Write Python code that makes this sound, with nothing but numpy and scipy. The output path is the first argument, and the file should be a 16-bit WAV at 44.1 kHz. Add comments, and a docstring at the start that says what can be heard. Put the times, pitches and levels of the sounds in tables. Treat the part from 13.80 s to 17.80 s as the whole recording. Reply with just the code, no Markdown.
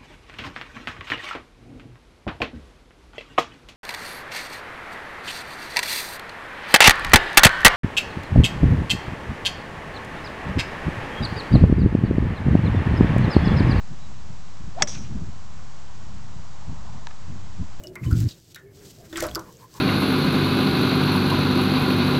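"""A golf drive, heard from a tee ringed by trees. The shaft whooshes down, the hollow metal head cracks
and rings against the ball, and trunks and leaves scatter the crack back. Light wind buffets the
microphone throughout, over a steady hiss. A far bird chirps once before the swing; about two seconds
after the shot a distant rush swells and a small hard thing ticks twice."""
import sys
import numpy as np
from scipy import signal
from scipy.fft import rfft, irfft
from scipy.io import wavfile
from scipy.ndimage import uniform_filter1d

SR = 44100
rng = np.random.default_rng(int(sys.argv[2]) if len(sys.argv) > 2 else 0)


def transcribe(signal):
    """Save signal, clipped to [-1, 1], as a 16-bit WAV file at the path in sys.argv[1]."""
    frames = np.atleast_2d(signal).T
    limited = np.clip(frames, -1, 1)
    pcm = np.round(limited * 32767).astype(np.int16)
    wavfile.write(sys.argv[1], SR, pcm)


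N = 176400


def from_db(db):
    """Decibels to gain."""
    return 10 ** (np.asarray(db) / 20)


def unit_rms(x):
    """Scale to an rms of 1."""
    return x / np.sqrt(np.mean(x ** 2) + 1e-20)


def clock():
    """Time of every sample in seconds."""
    return np.arange(N) / SR


def curve(rows, outside=None):
    """Join (seconds, value) rows by straight lines."""
    return np.interp(clock(), *np.transpose(rows), left=outside, right=outside)


def coloured(spectrum):
    """Noise of unit rms shaped by (Hz, relative dB) rows, empty below 15 Hz."""
    hz, db = np.transpose(spectrum)
    bin_hz = np.arange(N // 2 + 1) * SR / N
    gain = from_db(np.interp(np.log(bin_hz + 1e-9), np.log(hz), db)) * (bin_hz > 15)
    return unit_rms(irfft(rfft(rng.standard_normal(N)) * gain, N))


def drift(rate_hz):
    """Smooth random wander of unit rms."""
    pole = np.exp(-2 * np.pi * rate_hz / SR)
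    wander = signal.lfilter([1], [1, -2 * pole, pole * pole], rng.standard_normal(N + SR))
    return unit_rms(wander[SR:])


def decay(start, t60):
    """Envelope that jumps to 1, then falls 60 dB every t60 seconds."""
    age = clock() - start
    return (age >= 0) * from_db(-60 * np.maximum(age, 0) / t60)


def swell(centre_s, half_s):
    """Bell-shaped envelope: 1 at the centre, 1/e at half_s to either side."""
    return np.exp(-((clock() - centre_s) / half_s) ** 2)


def click(at_s):
    """A unit impulse."""
    return 1.0 * (np.arange(N) == int(at_s * SR))


def ring(force, hz, t60):
    """One damped mode; a unit click rings with height 1."""
    radius = np.exp(-np.log(1000) / (t60 * SR))
    angle = 2 * np.pi * hz / SR
    return signal.lfilter([0, np.sin(angle)], [1, -2 * radius * np.cos(angle), radius ** 2], force + 1e-18)


def body(force, modes):
    """A struck object: modes in parallel, signs alternating."""
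    return sum((-1) ** k * from_db(db) * ring(force, hz, t60) for k, (hz, db, t60) in enumerate(modes))


def eddies(spectrum):
    """Low turbulent noise, its level evened out over 50 ms."""
    noise = coloured(spectrum)
    return noise / np.sqrt(uniform_filter1d(noise ** 2, size=2200) + 1e-9)


# Light wind on the microphone. Each row: time in seconds, large-eddy level in dB.
WIND_LEVEL = [(0, -46), (.5, -42.5), (.72, -48), (1.0, -44), (1.2, -40), (1.45, -39.5), (1.65, -45.5),
              (1.8, -41), (1.95, -48), (2.15, -45), (2.3, -41), (2.55, -43), (2.75, -46.5), (3.0, -40),
              (3.2, -42), (3.36, -50.5), (3.48, -38.5), (3.7, -42), (4, -46.5)]
# Single buffets. Each row: centre in seconds, large-eddy level in dB, small-eddy level in dB,
# half length in seconds.
BUFFETS = [(0.121, -41, -40, 0.02), (0.297, -43, -49, 0.017), (0.509, -44, -43.5, 0.013),
           (0.83, -39, -42, 0.023), (0.886, -35, -40, .015), (1.038, -52, -34.5, 0.016),
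           (1.202, -45, -39, .06), (1.312, -32, -36, 0.013), (1.362, -30.5, -31, 0.019),
           (1.421, -35.5, -34, 0.019), (1.484, -32.5, -38, 0.01), (2.351, -43.5, -42.5, 0.013),
           (2.582, -35, -49, 0.015), (2.895, -31, -38, 0.014), (2.925, -42, -37, .011),
           (3.156, -41, -43, 0.014), (3.512, -36.5, -40, 0.016), (3.559, -42, -36.5, 0.0092),
           (3.815, -28, -31, 0.019)]
# Large eddies rumble, small ones flutter. Each row: frequency in Hz, relative level in dB.
RUMBLE_SPECTRUM = [(20, -11.5), (35, -5), (60, 0.5), (100, 0.5), (150, -6), (220, -22.5), (400, -44),
                   (2000, -89)]
FLUTTER_SPECTRUM = [(90, -17), (150, -0.5), (195, -0.5), (260, -9), (340, -15.5), (480, -30), (2000, -74)]
def wind(flutter_db=-8.3):
    """Large and small eddies right on the microphone swell in short buffets."""
    large_power = from_db(curve(WIND_LEVEL)) ** 2
    small_power = large_power * from_db(flutter_db) ** 2
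    for centre_s, large_db, small_db, half_s in BUFFETS:
        gust = swell(centre_s, half_s)
        large_power += from_db(large_db) ** 2 * gust
        small_power += from_db(small_db) ** 2 * gust
    rumble = np.sqrt(large_power) * eddies(RUMBLE_SPECTRUM)
    flutter = np.sqrt(small_power) * eddies(FLUTTER_SPECTRUM)
    return rumble + flutter


# Hiss around the tee and a breeze farther off. Each row: frequency in Hz, relative level in dB.
HISS_SPECTRUM = [(100, 0), (300, 2), (450, 2.5), (700, 6), (1050, 7), (1500, 2), (2200, -2.5), (4000, -4),
                 (6000, -4), (7400, -5), (8100, -8.5), (8700, -7), (10000, -52.5)]
BREEZE_SPECTRUM = [(400, -18), (750, 1.5), (1050, 4), (1500, -19), (3000, -23)]
# The swell of that breeze. Each row: time in seconds, level in dB.
BREEZE_LEVEL = [(2.5, -73), (2.82, -53), (3.2, -52), (3.38, -62), (3.8, -65)]
def air(hiss_db=-50):
    """Open air: a steady hiss, and a distant rush that swells and fades."""
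    hiss = from_db(hiss_db) * coloured(HISS_SPECTRUM)
    breeze = from_db(curve(BREEZE_LEVEL)) * coloured(BREEZE_SPECTRUM)
    return hiss + breeze


def bird(centre_s=.235, length_s=.105, top_hz=3920, arch_hz=260, level_db=-56):
    """One faint whistle far from the microphone, arching in pitch and level."""
    along = np.clip(2 * (clock() - centre_s) / length_s, -1, 1)
    hz = top_hz - arch_hz * along ** 2
    return from_db(level_db) * (1 - along ** 2) * np.sin(2 * np.pi * np.cumsum(hz) / SR)


# The club's tone, which follows the air speed past it. Each row: time in seconds, pitch in Hz.
SWING_PITCH = [(.94, 500.5), (.966, 598), (.982, 717), (1.01, 884), (1.024, 763), (1.034, 570), (1.06, 600)]
# Strength of that tone. Each row: time in seconds, level in dB.
SWING_LEVEL = [(.93, -70), (.96, -48), (.975, -38), (.983, -27.5), (.99, -43), (1.002, -42), (1.013, -29.5),
               (1.034, -32), (1.052, -39.5), (1.072, -62)]
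# Turbulence as the head sweeps by. Each row: frequency in Hz, relative level in dB.
RUSH_SPECTRUM = [(120, 2.5), (310, 6), (420, -8), (1000, 0), (2200, -10), (4000, -17), (8000, -25)]
def whoosh(waver=.07, flutter_db=2.2, rush_db=-35):
    """Vortices shed by the club sing a wavering tone inside a rush of turbulence."""
    hz = curve(SWING_PITCH) * (1 + waver * drift(rate_hz=170))
    tone = np.sqrt(2) * np.sin(2 * np.pi * np.cumsum(hz) / SR)
    tone_db = curve(SWING_LEVEL, outside=-120) + flutter_db * drift(rate_hz=100)
    rush = from_db(rush_db) * swell(1.013, half_s=.029) * coloured(RUSH_SPECTRUM)
    return from_db(tone_db) * tone + rush


# Modes of the hollow metal head. Each row: frequency in Hz, level in dB, t60 in seconds.
HEAD_MODES = [(1250, -20, .02), (1430, -18, 0.028), (1700, -16, 0.022), (2010, -13, 0.028),
              (2170, -14.5, 0.021), (2630, -17, .008), (3390, -11.5, 0.02), (4800, -10.5, 0.016),
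              (5284, -19, .031), (5473, -22, .068), (5575, -14, .041), (5745, -23, .045), (5872, -16, .049),
              (5960, -17.5, .044), (6200, -20, .022), (6420, -12.5, 0.025), (6750, -15, .023),
              (8000, -15, 0.008)]
# A crowd of short modes, with tee and turf. Each row: frequency in Hz, relative level in dB.
CRACK_SPECTRUM = [(150, -10), (400, -15), (650, -3), (950, -11), (1250, 0), (2000, 2), (2900, -0.5),
                  (4100, -13.5), (6200, 0), (8000, -4), (10000, -25)]
def strike(impact_s, contact_db=-1, crack_db=-15, turf_delay_s=.0058, turf_db=-9):
    """At the tee the ball flattens on the face in one short pulse; the head rings and cracks."""
    blow = click(impact_s)
    turf_echo = from_db(turf_db) * click(impact_s + turf_delay_s)
    contact = from_db(contact_db) * ring(blow + turf_echo, hz=1900, t60=.0026)
    crack = from_db(crack_db) * decay(impact_s, t60=.033) * coloured(CRACK_SPECTRUM)
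    return body(blow, HEAD_MODES) + contact + crack


# Stands of trees around the tee, nearer one first. Each row: delay in seconds, level in dB,
# rise in seconds, t60 in seconds, treble loss in dB per octave.
TREE_STANDS = [(.054, -31, .03, .40, 0), (.19, -50, .04, .5, 2)]
# Slaps off farther trunks. Each row: delay in seconds, level in dB, half length in seconds.
SLAPS = [(.112, -49, .012), (.131, -41.5, .008), (.152, -48, .015), (.228, -53, .03)]
# The bright scatter and the duller slaps. Each row: frequency in Hz, relative level in dB.
SCATTER_SPECTRUM = [(300, -14), (600, -8), (1000, -13), (1700, -16), (2550, -14), (2900, -15.5),
                    (3350, -9.5), (4200, -15), (5000, -7.5), (5800, 3.5), (6800, -7.5), (7500, -16),
                    (8400, -10), (10000, -36)]
SLAP_SPECTRUM = [(700, -14), (1500, -5), (2100, -4), (2550, 1), (3000, -5), (4200, -10), (8000, -26)]
def tree_echoes(shot, impact_s, first_delay_s=.0517, first_db=-23.5, patchy_db=1.8):
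    """One distinct echo, then the crack smeared to an uneven hiss by trunks and leaves, and dull slaps."""
    echoes = from_db(first_db) * np.interp(clock() - first_delay_s, clock(), shot, left=0)
    for delay_s, db, rise_s, t60, loss_db in TREE_STANDS:
        spectrum = [(hz, level - loss_db * np.log2(hz)) for hz, level in SCATTER_SPECTRUM]
        patches = from_db(db + patchy_db * drift(rate_hz=70))
        envelope = decay(impact_s + delay_s, t60) - decay(impact_s + delay_s, rise_s)
        echoes += patches * envelope * coloured(spectrum)
    slaps = sum(from_db(db) * swell(impact_s + delay_s, half_s) for delay_s, db, half_s in SLAPS)
    return echoes + slaps * coloured(SLAP_SPECTRUM)


# Two light knocks. Each row: start in seconds, strength of the push in dB, softness in seconds.
TICKS = [(3.2702, -29.5, 0.000026), (3.3103, -37, 0.00022)]
# Modes of the knocking object. Each row: frequency in Hz, gain in dB, t60 in seconds.
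TICK_MODES = [(920, 1, .027), (1240, -8, .02), (1680, 2, 0.013), (2580, 1, 0.0054), (3900, 6.5, 0.0038),
              (6200, 1.5, 0.0037), (8100, -7, .003)]
# The scuff of the second touch. Each row: frequency in Hz, relative level in dB.
SCUFF_SPECTRUM = [(600, -15), (1150, 0), (1900, -2), (2800, -15), (8000, -24)]
def ticks(scuff_db=-41.5, low_cut_hz=650):
    """A small hard thing knocks, then touches again more softly and slides a little."""
    pushes = np.zeros(N)
    for start_s, db, softness_s in TICKS:
        pole = np.exp(-1 / (softness_s * SR))  # a softer touch spreads the push and dulls it
        pushes += from_db(db) * signal.lfilter([1 - pole], [1, -pole], click(start_s))
    low_cut = signal.butter(2, low_cut_hz, "high", fs=SR, output="sos")
    knocks = signal.sosfilt(low_cut, body(pushes, TICK_MODES))
    scuff = from_db(scuff_db) * swell(3.3115, half_s=.0035) * coloured(SCUFF_SPECTRUM)
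    return knocks + scuff


def scene():
    """The shot and its echoes in the open air, at one microphone."""
    impact_s = 1.022
    shot = whoosh() + strike(impact_s)
    return (shot + tree_echoes(shot, impact_s) + ticks() + bird() + wind() + air())[None]


def record(dry):
    """The crack overloads slightly, the top is cut, and the signal rides on a constant offset."""
    ceiling, stopband_hz, offset = .7, 8982, -.0559
    rounded = ceiling * np.tanh(dry / ceiling)
    high_cut = signal.cheby2(12, 50, stopband_hz, fs=SR, output="sos")
    return signal.sosfilt(high_cut, rounded) + offset


dry = scene()
out = record(dry)
transcribe(out)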